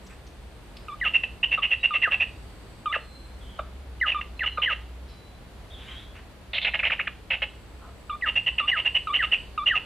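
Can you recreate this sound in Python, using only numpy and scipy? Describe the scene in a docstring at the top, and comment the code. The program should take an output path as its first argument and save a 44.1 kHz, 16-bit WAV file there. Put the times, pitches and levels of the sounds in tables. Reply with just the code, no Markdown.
"""A dense thicket, where babblers call. One rattles off runs of rasping notes, made by a chaotically
vibrating membrane and air chopped into puffs; its mate answers with low hoots, falling slurs and clucks,
and a burst of harsh scolding comes between. Stems scatter every note, and a wash lingers around the
chatter. Farther off are thin whistles, high insect trills, small rustles, one soft low call and the
drone of an engine, over a bed of outdoor air."""
import sys
import numpy as np
from scipy import signal
from scipy.fft import rfft, irfft, next_fast_len
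from scipy.io import wavfile
from scipy.ndimage import map_coordinates

SR = 44100
rng = np.random.default_rng(int(sys.argv[2]) if len(sys.argv) > 2 else 0)


def store_pcm(level_fs):
    """Save levels as 16-bit WAV."""
    pcm = np.round(np.clip(level_fs, -1, 1) * 32767).astype(np.int16)
    wavfile.write(sys.argv[1], SR, np.atleast_2d(pcm).T)


N = 434385


def amp(db):
    """Amplitude ratio of a level in decibels."""
    return 10 ** (np.asarray(db) / 20)


def unit(x):
    """Normalisation to an rms of 1."""
    return x / np.sqrt(np.mean(x ** 2) + 1e-20)


def along(points, hz):
    """Interpolation of (frequency, value) points on a logarithmic frequency axis."""
    f, v = np.transpose(points)
    return np.interp(np.log(hz + 1), np.log(f + 1), v)


def wobble(t, rate):
    """Random modulation: a spline through `rate` Gaussian values a second."""
    return map_coordinates(rng.standard_normal(int(t[-1] * rate) + 4), [t * rate + 1])


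def filtered(x, response):
    """Linear filtering: the spectrum of x is multiplied by a frequency response."""
    size = x.shape[-1]
    padded = next_fast_len(size + 4096)
    return irfft(rfft(x, padded) * response(np.fft.rfftfreq(padded, 1 / SR)), padded)[..., :size]


def band(hz, centre_hz, width_hz):
    """A Gaussian band, down to 1/e at width_hz from its centre."""
    return np.exp(-((hz - centre_hz) / width_hz) ** 2)


def noise(t, spectrum):
    """Spectral shaping: white noise is coloured and scaled to an rms of 1."""
    return unit(filtered(rng.standard_normal(len(t)), lambda hz: amp(along(spectrum, hz))))


def rasp(t, spectrum, rate, depth_db):
    """Roughness: random amplitude modulation chops coloured noise into puffs."""
    return unit(noise(t, spectrum) * amp(depth_db * wobble(t, rate)))


def phase(hz):
    """Phase is the time integral of frequency."""
    return 2 * np.pi * np.cumsum(hz) / SR


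def note(length, edge):
    """Time axis and raised-cosine gate of one note; length and edge in seconds."""
    t = np.arange(int((length + edge) * SR)) / SR
    return t, np.sin(np.pi / 2 * np.clip(np.minimum(t, t[-1] - t) / edge, 0, 1)) ** 2


def hold(t, start, end, rise, fall):
    """A trapezoidal envelope from 0 to 1 and back; times in seconds."""
    return np.clip(np.minimum((t - start) / rise, (end - t) / fall), 0, 1)


def add(track, start, sound):
    """Superposition of a sound on the track, from `start` seconds."""
    part = track[max(round(start * SR), 0):][:len(sound)]
    part += sound[:len(part)]


# spectral density of outdoor air: (frequency [Hz], relative level [dB])
AIR_SPECTRUM = [(10, -33.5), (24, -16.5), (45, 2.5), (62, 2), (85, -5.5), (110, -6), (150, -12),
                (260, -13.5), (520, -16.5), (1200, -23), (2500, -26.5), (4200, -30.5), (5500, -38),
                (10000, -39), (15000, -47)]
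# likeness of the air at the two ears: (frequency [Hz], correlation [0 to 1])
AIR_CORRELATION = [(60, 0.99), (120, .8), (240, 0.631), (900, 0.78), (1900, 0.27), (4000, 0.18),
                   (8000, .05)]
def air(t):
    """Interaural correlation: ambient noise is alike at both ears in the bass, less so in the treble."""
    def response(hz):
        angle = np.arccos(np.clip(along(AIR_CORRELATION, hz), -1, 1)) / 2
        return amp(along(AIR_SPECTRUM, hz)) * [np.cos(angle), np.sin(angle)]
    mid, side = filtered(rng.standard_normal((2, N)), response)
    return amp(-45.5 + 0.68 * wobble(t, 2.6)) * unit(np.array([mid + side, mid - side]))


def flutter(t, centre_hz, width_hz):
    """Narrow-band noise is heard as a pitch; this one flutters and is uncorrelated between the ears."""
    carrier = filtered(rng.standard_normal((2, N)), lambda hz: band(hz, centre_hz, width_hz))
    return unit(carrier * amp(1.6 * wobble(t, 90)))


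def engine(t):
    """Harmonic drone: a far engine's unsteady fundamental, louder once under load, and third harmonic."""
    idle_hz, load_db = 61.7, 9.5
    load = hold(t, start=2.84, end=5.17, rise=0.85, fall=0.14)
    turn = phase(idle_hz + 3.2 * wobble(t, 16))
    fundamental = amp(-52 + load_db * load) * np.sin(turn)
    third = amp(-63.5 + 2.6 * wobble(t, 1.7)) * np.sin(3 * turn)
    return amp(1.2 * wobble(t, 9.9)) * (fundamental + third) * np.sqrt(2)


# high trills, and a 4.5 kHz wash lingering around the runs of chatter:
# (time [s], duration [s], centre frequency [Hz], width [Hz], final level [dB])
TRILLS_AND_WASH = [(0, 0.17, 7750, 250, -63.5), (.02, 3.6, 8244, 380, -70), (1.397, 1.45, 4500, 330, -67.5),
                   (1.74, 1.6, 7800, 250, -71.5), (7.44, 2.05, 7800, 250, -69),
                   (8.218, 2, 4500, 410, -66.5), (8.242, 1.22, 8400, 378, -68)]
def trills_and_wash(t):
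    """Amplitude-modulated noise bands: each swells until it stops, over a faint, steady chirr."""
    swell_db = 2
    out = amp(-75.5) * flutter(t, centre_hz=4570, width_hz=270)
    for start, length, hz, width, db in TRILLS_AND_WASH:
        to_go = np.clip(1 - (t - start) / length, 0, 1)
        gate = hold(t, start, start + length, rise=.05, fall=.05)
        out += amp(db - swell_db * to_go) * gate * flutter(t, hz, width)
    return out


# rustles, twig ticks and one soft, low, far call:
# (time [s], duration [s], centre frequency [Hz], level [dB])
FAINT_BURSTS = [(0.059, 0.018, 4960, -56), (0.094, 0.037, 1990, -52.5), (0.265, 0.012, 4730, -54.5),
                (0.767, 0.0078, 3860, -45.5), (5.065, 0.078, 3900, -60), (5.737, 0.26, 2810, -52),
                (5.851, .09, 2100, -50.5), (6.139, 0.054, 2130, -50), (7.801, .085, 1059, -51.5)]
# spectrum of each burst: (distance from the centre [octaves], relative level [dB])
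BURST_SPECTRUM = [(-2, -37), (-1, -2.5), (0.5, 1), (.5, -6), (0, -15), (3, -33.5), (2, -53)]
def rustles_and_far_call():
    """Modulated noise bursts: twigs tick higher than leaves rustle, and the lowest is a soft far call."""
    out = np.zeros(N)
    for start, length, centre_hz, db in FAINT_BURSTS:
        t, gate = note(length, edge=length / 3)
        spectrum = [(centre_hz * 2 ** octaves, level) for octaves, level in BURST_SPECTRUM]
        add(out, start, amp(db) * gate * rasp(t, spectrum, rate=390, depth_db=2.0))
    return out


def syrinx(t, hz, wander_hz, shake_db, rate, overtone_db):
    """Chaotic vibration of a membrane: frequency and amplitude jump every few milliseconds."""
    turn = phase(hz + wander_hz * wobble(t, rate))
    swing = np.tanh(amp(shake_db * wobble(t, rate)) / 2)  # the swing saturates
    return unit(swing * (np.sin(turn) + amp(overtone_db) * np.sin(2 * turn)))


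def throat_click():
    """Onset transient: a soft click as the throat opens."""
    t, gate = note(.0058, edge=0.0039)
    return gate * syrinx(t, hz=2725, wander_hz=220, shake_db=2.5, rate=760, overtone_db=-39.5)


# the mate's low notes: (time [s], duration [s], level [dB])
HOOT_NOTES = [(.882, 0.063, -34.5), (1.575, .027, -29), (1.906, .06, -30), (2.857, .068, -28),
              (3.588, .025, -36.5), (4.145, 0.055, -28.5), (4.573, 0.032, -30), (8.095, .059, -30.5),
              (8.599, 0.06, -30.5), (9.07, 0.064, -27.5), (9.576, .066, -28)]
def hoots():
    """Harmonic series: a low hoot whose overtones are strongest at the bottom of its pitch dip."""
    lowest_hz, dip_s, bend = 1160, 0.0355, 0.12
    accent_db, accent_s = 7.5, .014  # the first push of air and its decay time
    out = np.zeros(N)
    for start, length, db in HOOT_NOTES:
        t, gate = note(length, edge=0.003)
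        height = (t / dip_s - 1) ** 2
        turn = phase(lowest_hz * (1 + bend * height) * (1 + .015 * wobble(t, 120)))
        second = amp(-15.5) * np.sin(2 * turn)
        third = amp(-15 + 3.0 * wobble(t, 65)) * np.sin(3 * turn)
        voice = unit(np.sin(turn) + amp(-13 * height) * (second + third))
        push_db = accent_db * (np.exp(-t / accent_s) - .5) + 1.7 * wobble(t, 110)
        add(out, start, amp(db + push_db) * gate * voice)
        add(out, start, amp(db - 7.5) * throat_click())
    return out


# the mate's falling notes: (time [s], duration of the glide [s], level [dB])
SLUR_NOTES = [(1.012, .054, -23), (2.032, .052, -21), (2.928, .032, -23.5), (4.012, 0.051, -20),
              (4.406, 0.045, -22.5), (4.659, 0.057, -21.5), (6.736, 0.012, -24.5), (6.828, .01, -21),
              (6.899, .01, -22.5), (6.992, 0.0092, -20.5), (7.07, .011, -23.5), (8.222, 0.053, -22.5),
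              (8.715, 0.059, -21), (9.19, 0.054, -22), (9.697, .056, -20.5)]
def slurs():
    """Frequency glide: a clear tone falls through a spectral notch, levels off and fades."""
    top_hz, end_hz, attack_s = 2027, 1234, .0015
    fade_db, tail_db, tail_share = 7.5, 20.5, 0.23  # the tail dies away on the last pitch
    out = np.zeros(N)
    for start, length, db in SLUR_NOTES:
        t, gate = note(length * (1 + tail_share), edge=0.0013)
        progress = np.minimum(t / length, 1)
        tail = np.maximum(t / length - 1, 0) / tail_share
        hz = end_hz + (top_hz - end_hz) * np.cos(np.pi / 2 * progress) ** 2
        turn = phase(hz * (1 + .008 * wobble(t, 200)))
        voice = unit(np.sin(turn) + amp(-33) * np.sin(2 * turn))
        notch_db = -7.5 * band(hz, centre_hz=1440, width_hz=130)
        push_db = -fade_db * progress - tail_db * tail + 1.5 * wobble(t, 130)
        attack = 1 - np.exp(-t / attack_s)
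        add(out, start, amp(db + notch_db + push_db) * attack * gate * voice)
        add(out, start - 0.012, amp(db - 20) * throat_click())
    return out


def saturated(voice, ceiling):
    """Soft limiting of the envelope holds back the strongest swings."""
    return voice / np.hypot(1, abs(signal.hilbert(voice)) / ceiling)


# rasping notes: (time [s], duration [s], frequency [Hz], level [dB])
CHATTER_NOTES = [(1.039, .045, 2816, -24), (1.135, .031, 2720, -18.5), (1.233, .008, 2740, -20),
                 (1.428, .02, 2737, -19.5), (1.51, .039, 2706, -22), (1.617, .041, 2790, -22.5),
                 (1.704, .037, 2714, -21), (1.829, .031, 2750, -19.5), (1.932, .039, 2730, -23),
                 (2.014, .034, 2723, -22), (2.108, .041, 2730, -22), (2.197, 0.036, 2687, -21.5),
                 (2.924, .007, 2810, -26.5), (2.938, 0.0233, 2750, -27.5), (4.057, 0.048, 2910, -25),
                 (4.117, 0.0074, 2715, -22), (4.21, 0.0051, 2770, -25), (4.392, .006, 2770, -29),
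                 (4.431, .02, 2820, -29.5), (4.459, 0.021, 2875, -23.5), (4.615, 0.035, 2887, -22.5),
                 (4.692, .043, 2800, -27), (8.256, .042, 2845, -25.5), (8.353, 0.03, 2790, -20),
                 (8.461, 0.029, 2804, -21.5), (8.579, 0.023, 2778, -22), (8.672, .033, 2797, -21),
                 (8.76, 0.045, 2830, -25.5), (8.847, .032, 2843, -21.5), (8.943, .032, 2817, -20.5),
                 (9.131, .04, 2862, -21.5), (9.217, 0.037, 2840, -26), (9.314, .032, 2775, -19),
                 (9.658, .034, 2846, -19), (9.747, .03, 2785, -23)]
# colour of the rasp, with peaks and notches from a ground reflection:
# (frequency [Hz], relative level [dB])
RASP_SPECTRUM = [(300, -78.5), (440, -41.5), (495, -13), (600, -16.5), (1100, -17), (1430, -21.5),
                 (1750, -10), (2150, -2.5), (2310, -12), (2500, -7), (2900, -11.5), (3300, -13),
                 (3850, -27), (5200, -51), (14000, -76)]
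def chatter():
    """Tone plus noise: a rough tone in a skirt of rasp swells, then sags as the pressure drops."""
    full_rise_db, rise_share, sag_db = 15.5, 0.29, 1.5
    snap_s, usual_db = .015, -23.5  # notes shorter than snap_s burst out with no swell
    out = np.zeros(N)
    for start, length, hz, db in CHATTER_NOTES:
        t, gate = note(length, edge=0.0037)
        rise_db = full_rise_db * np.clip(length / snap_s - 1, 0, 1)
        to_rise = np.clip(1 - t / (rise_share * length), 0, 1)
        swell = amp(-rise_db * to_rise - sag_db * (t / t[-1]) ** 4)
        tone = syrinx(t, hz, wander_hz=107, shake_db=5, rate=390, overtone_db=-52)
        # a faint upper resonance of the throat
        ring = unit(filtered(rng.standard_normal(len(t)), lambda f: band(f, 5810, width_hz=200)))
        puffs = rasp(t, RASP_SPECTRUM, rate=500, depth_db=1.0)
        puffs_db = -8.5 - 1.1 * (db - usual_db)  # the weaker the note, the more of it is rasp
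        voice = saturated(unit(tone + amp(puffs_db) * puffs + amp(-43) * ring), ceiling=4.1)
        add(out, start, amp(db) * gate * unit(swell * voice))
    return out


# breaks in the mate's voice: (time [s], level [dB])
CLUCK_NOTES = [(1.581, -33.5), (2.075, -32), (2.959, -29.5), (3.592, -26), (4.58, -27.5), (8.602, -39.5)]
# spectrum of a cluck: (frequency [Hz], relative level [dB])
CLUCK_SPECTRUM = [(380, -44.5), (480, -0.5), (680, -2), (950, -13), (1250, 4), (1700, -21.5), (2800, -22),
                  (4500, -39.5), (14000, -78.5)]
def clucks():
    """Spectral shaping: each cluck is a short, low, hollow burst of noise."""
    out = np.zeros(N)
    for start, db in CLUCK_NOTES:
        t, gate = note(0.0089, edge=0.00073)
        add(out, start, amp(db) * gate * noise(t, CLUCK_SPECTRUM))
    return out


# far birds: (time [s], duration [s], first frequency [Hz], last frequency [Hz], level [dB])
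FAR_WHISTLES = [(1.792, 0.051, 3850, 3870, -56.5), (3.006, 0.25, 4135, 4125, -57),
                (3.41, 0.18, 3380, 3040, -54), (4.368, 0.31, 4120, 4067, -58),
                (5.082, 0.29, 3990, 4020, -60.5), (5.704, 0.13, 3580, 3140, -49.5),
                (5.87, .15, 3124, 3420, -46.5), (6.04, 0.099, 3270, 3400, -59)]
def whistles():
    """Frequency modulation of a pure tone: it drifts, and the wider its glide, the more it quavers."""
    steady_quaver_hz, quaver_per_glide, drift_hz = 2, .4, 22
    out = np.zeros(N)
    for start, length, first_hz, last_hz, db in FAR_WHISTLES:
        t, gate = note(length, edge=length / 8)
        quaver_hz = steady_quaver_hz + quaver_per_glide * abs(last_hz - first_hz)
        wander_hz = quaver_hz * wobble(t, 300) + drift_hz * wobble(t, 14)
        tone = np.sin(phase(np.linspace(first_hz, last_hz, len(t)) + wander_hz))
        add(out, start - length / 16, amp(db + 2.2 * wobble(t, 70)) * gate * tone)
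    return out


# harsh notes: (time [s], duration [s], frequency [Hz], level [dB])
SCOLD_NOTES = [(6.532, 0.056, 2920, -29), (6.58, 0.01, 2730, -24), (6.615, .034, 3150, -31.5),
               (6.646, .017, 2830, -22.5), (6.665, 0.03, 2630, -24), (6.741, 0.02, 2633, -23.5),
               (6.791, .016, 2700, -24.5), (6.832, .019, 2630, -23.5), (6.851, 0.036, 2707, -23.5),
               (6.904, 0.0079, 2770, -26.5), (6.917, .024, 2636, -23.5), (6.997, .019, 2610, -25.5),
               (7.074, 0.0078, 2710, -26), (7.303, 0.053, 2713, -24.5), (7.419, 0.024, 2737, -24.5)]
# colour of their noise: (frequency [Hz], relative level [dB])
SCOLD_SPECTRUM = [(380, -59), (490, -12), (800, -12), (1030, -17), (1200, -19.5), (1650, -11.5),
                  (2120, 0.5), (2330, -1), (2700, 2.5), (3100, -13), (3500, -19), (4200, -43.5),
                  (5200, -42), (14000, -74)]
# hiss of the highest notes: (frequency [Hz], relative level [dB])
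HISS_SPECTRUM = [(1500, -52.5), (2900, 5.5), (3500, 10), (4200, 2), (4800, -19), (6000, -44), (14000, -74)]
def scolding():
    """Aperiodic voicing: noise outweighs the tone in these abrupt notes, and the highest also hiss."""
    out = np.zeros(N)
    for start, length, hz, db in SCOLD_NOTES:
        t, gate = note(length, edge=0.0012)
        tone = amp(-2.0) * syrinx(t, hz, wander_hz=187, shake_db=8.5, rate=720, overtone_db=-49.0)
        hiss = amp(min((hz - 2930) / 10, 2)) * noise(t, HISS_SPECTRUM)
        breath = rasp(t, SCOLD_SPECTRUM, rate=600, depth_db=0)
        voice = saturated(unit(tone + hiss + breath), ceiling=4.7)
        sag = amp(-7 * (t / t[-1]) ** 4)
        add(out, start, amp(db) * gate * unit(sag * voice))
    return out


# reverberation of the deep thicket: (frequency [Hz], time to decay by 60 dB [s])
THICKET_T60 = [(300, 0.46), (1200, 0.36), (2800, 0.31), (4000, 0.76), (8000, 0.28)]
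def in_thicket(x, near_db, near_t60, far_db):
    """Scattering: close stems add quick echoes to the direct sound, and the deeper thicket rings on."""
    hz, frame_s, spectra = signal.stft(rng.standard_normal((2, SR // 2)), SR, nperseg=256)
    decay = amp(-60 * frame_s / along(THICKET_T60, hz)[:, None])
    tail = signal.istft(spectra * decay, SR, nperseg=256)[1]
    t = np.arange(tail.shape[1]) / SR
    tail = (tail + tail[::-1]) * (1 - np.exp(-t / 0.013))  # builds up alike in both channels
    stems = rng.standard_normal(len(t)) + 0.45 * rng.standard_normal(tail.shape)
    stems *= amp(-60 * t / near_t60) * (t > .003)
    near = amp(near_db) * stems / np.linalg.norm(stems[0])
    far = amp(far_db) * tail / np.linalg.norm(tail[0])
    return x + signal.fftconvolve(x[None], near + far, axes=1)[:, :N]


def placed(x, pan_db):
    """Interaural level difference (left minus right) sets a source to one side."""
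    return x * amp([[pan_db / 2], [-pan_db / 2]])


def scene():
    """Superposition of all sources: the chatterer a little to the right, the others nearly ahead."""
    t = np.arange(N) / SR
    rattle, scolds = chatter(), scolding()
    mate = hoots() + slurs() + clucks()
    distant = whistles() + rustles_and_far_call()
    out = placed(in_thicket(rattle, near_db=-8.0, near_t60=0.13, far_db=-13.5), pan_db=-2.0)
    out += placed(in_thicket(scolds, near_db=-8.0, near_t60=0.096, far_db=-14.5), pan_db=-1.7)
    out += placed(in_thicket(mate, near_db=-10, near_t60=0.11, far_db=-16), pan_db=-1)
    out += in_thicket(distant, near_db=-7.5, near_t60=0.16, far_db=-9.5)
    out += air(t)
    out += amp(-91) * flutter(t, centre_hz=14804, width_hz=6)  # a faint high whine
    return out + engine(t) + trills_and_wash(t)


def record(dry):
    """Band limiting: an ideal low-pass filter keeps nothing above its cutoff."""
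    cutoff_hz = 15150
    return filtered(dry, lambda hz: hz < cutoff_hz)


dry = scene()
out = record(dry)
store_pcm(out)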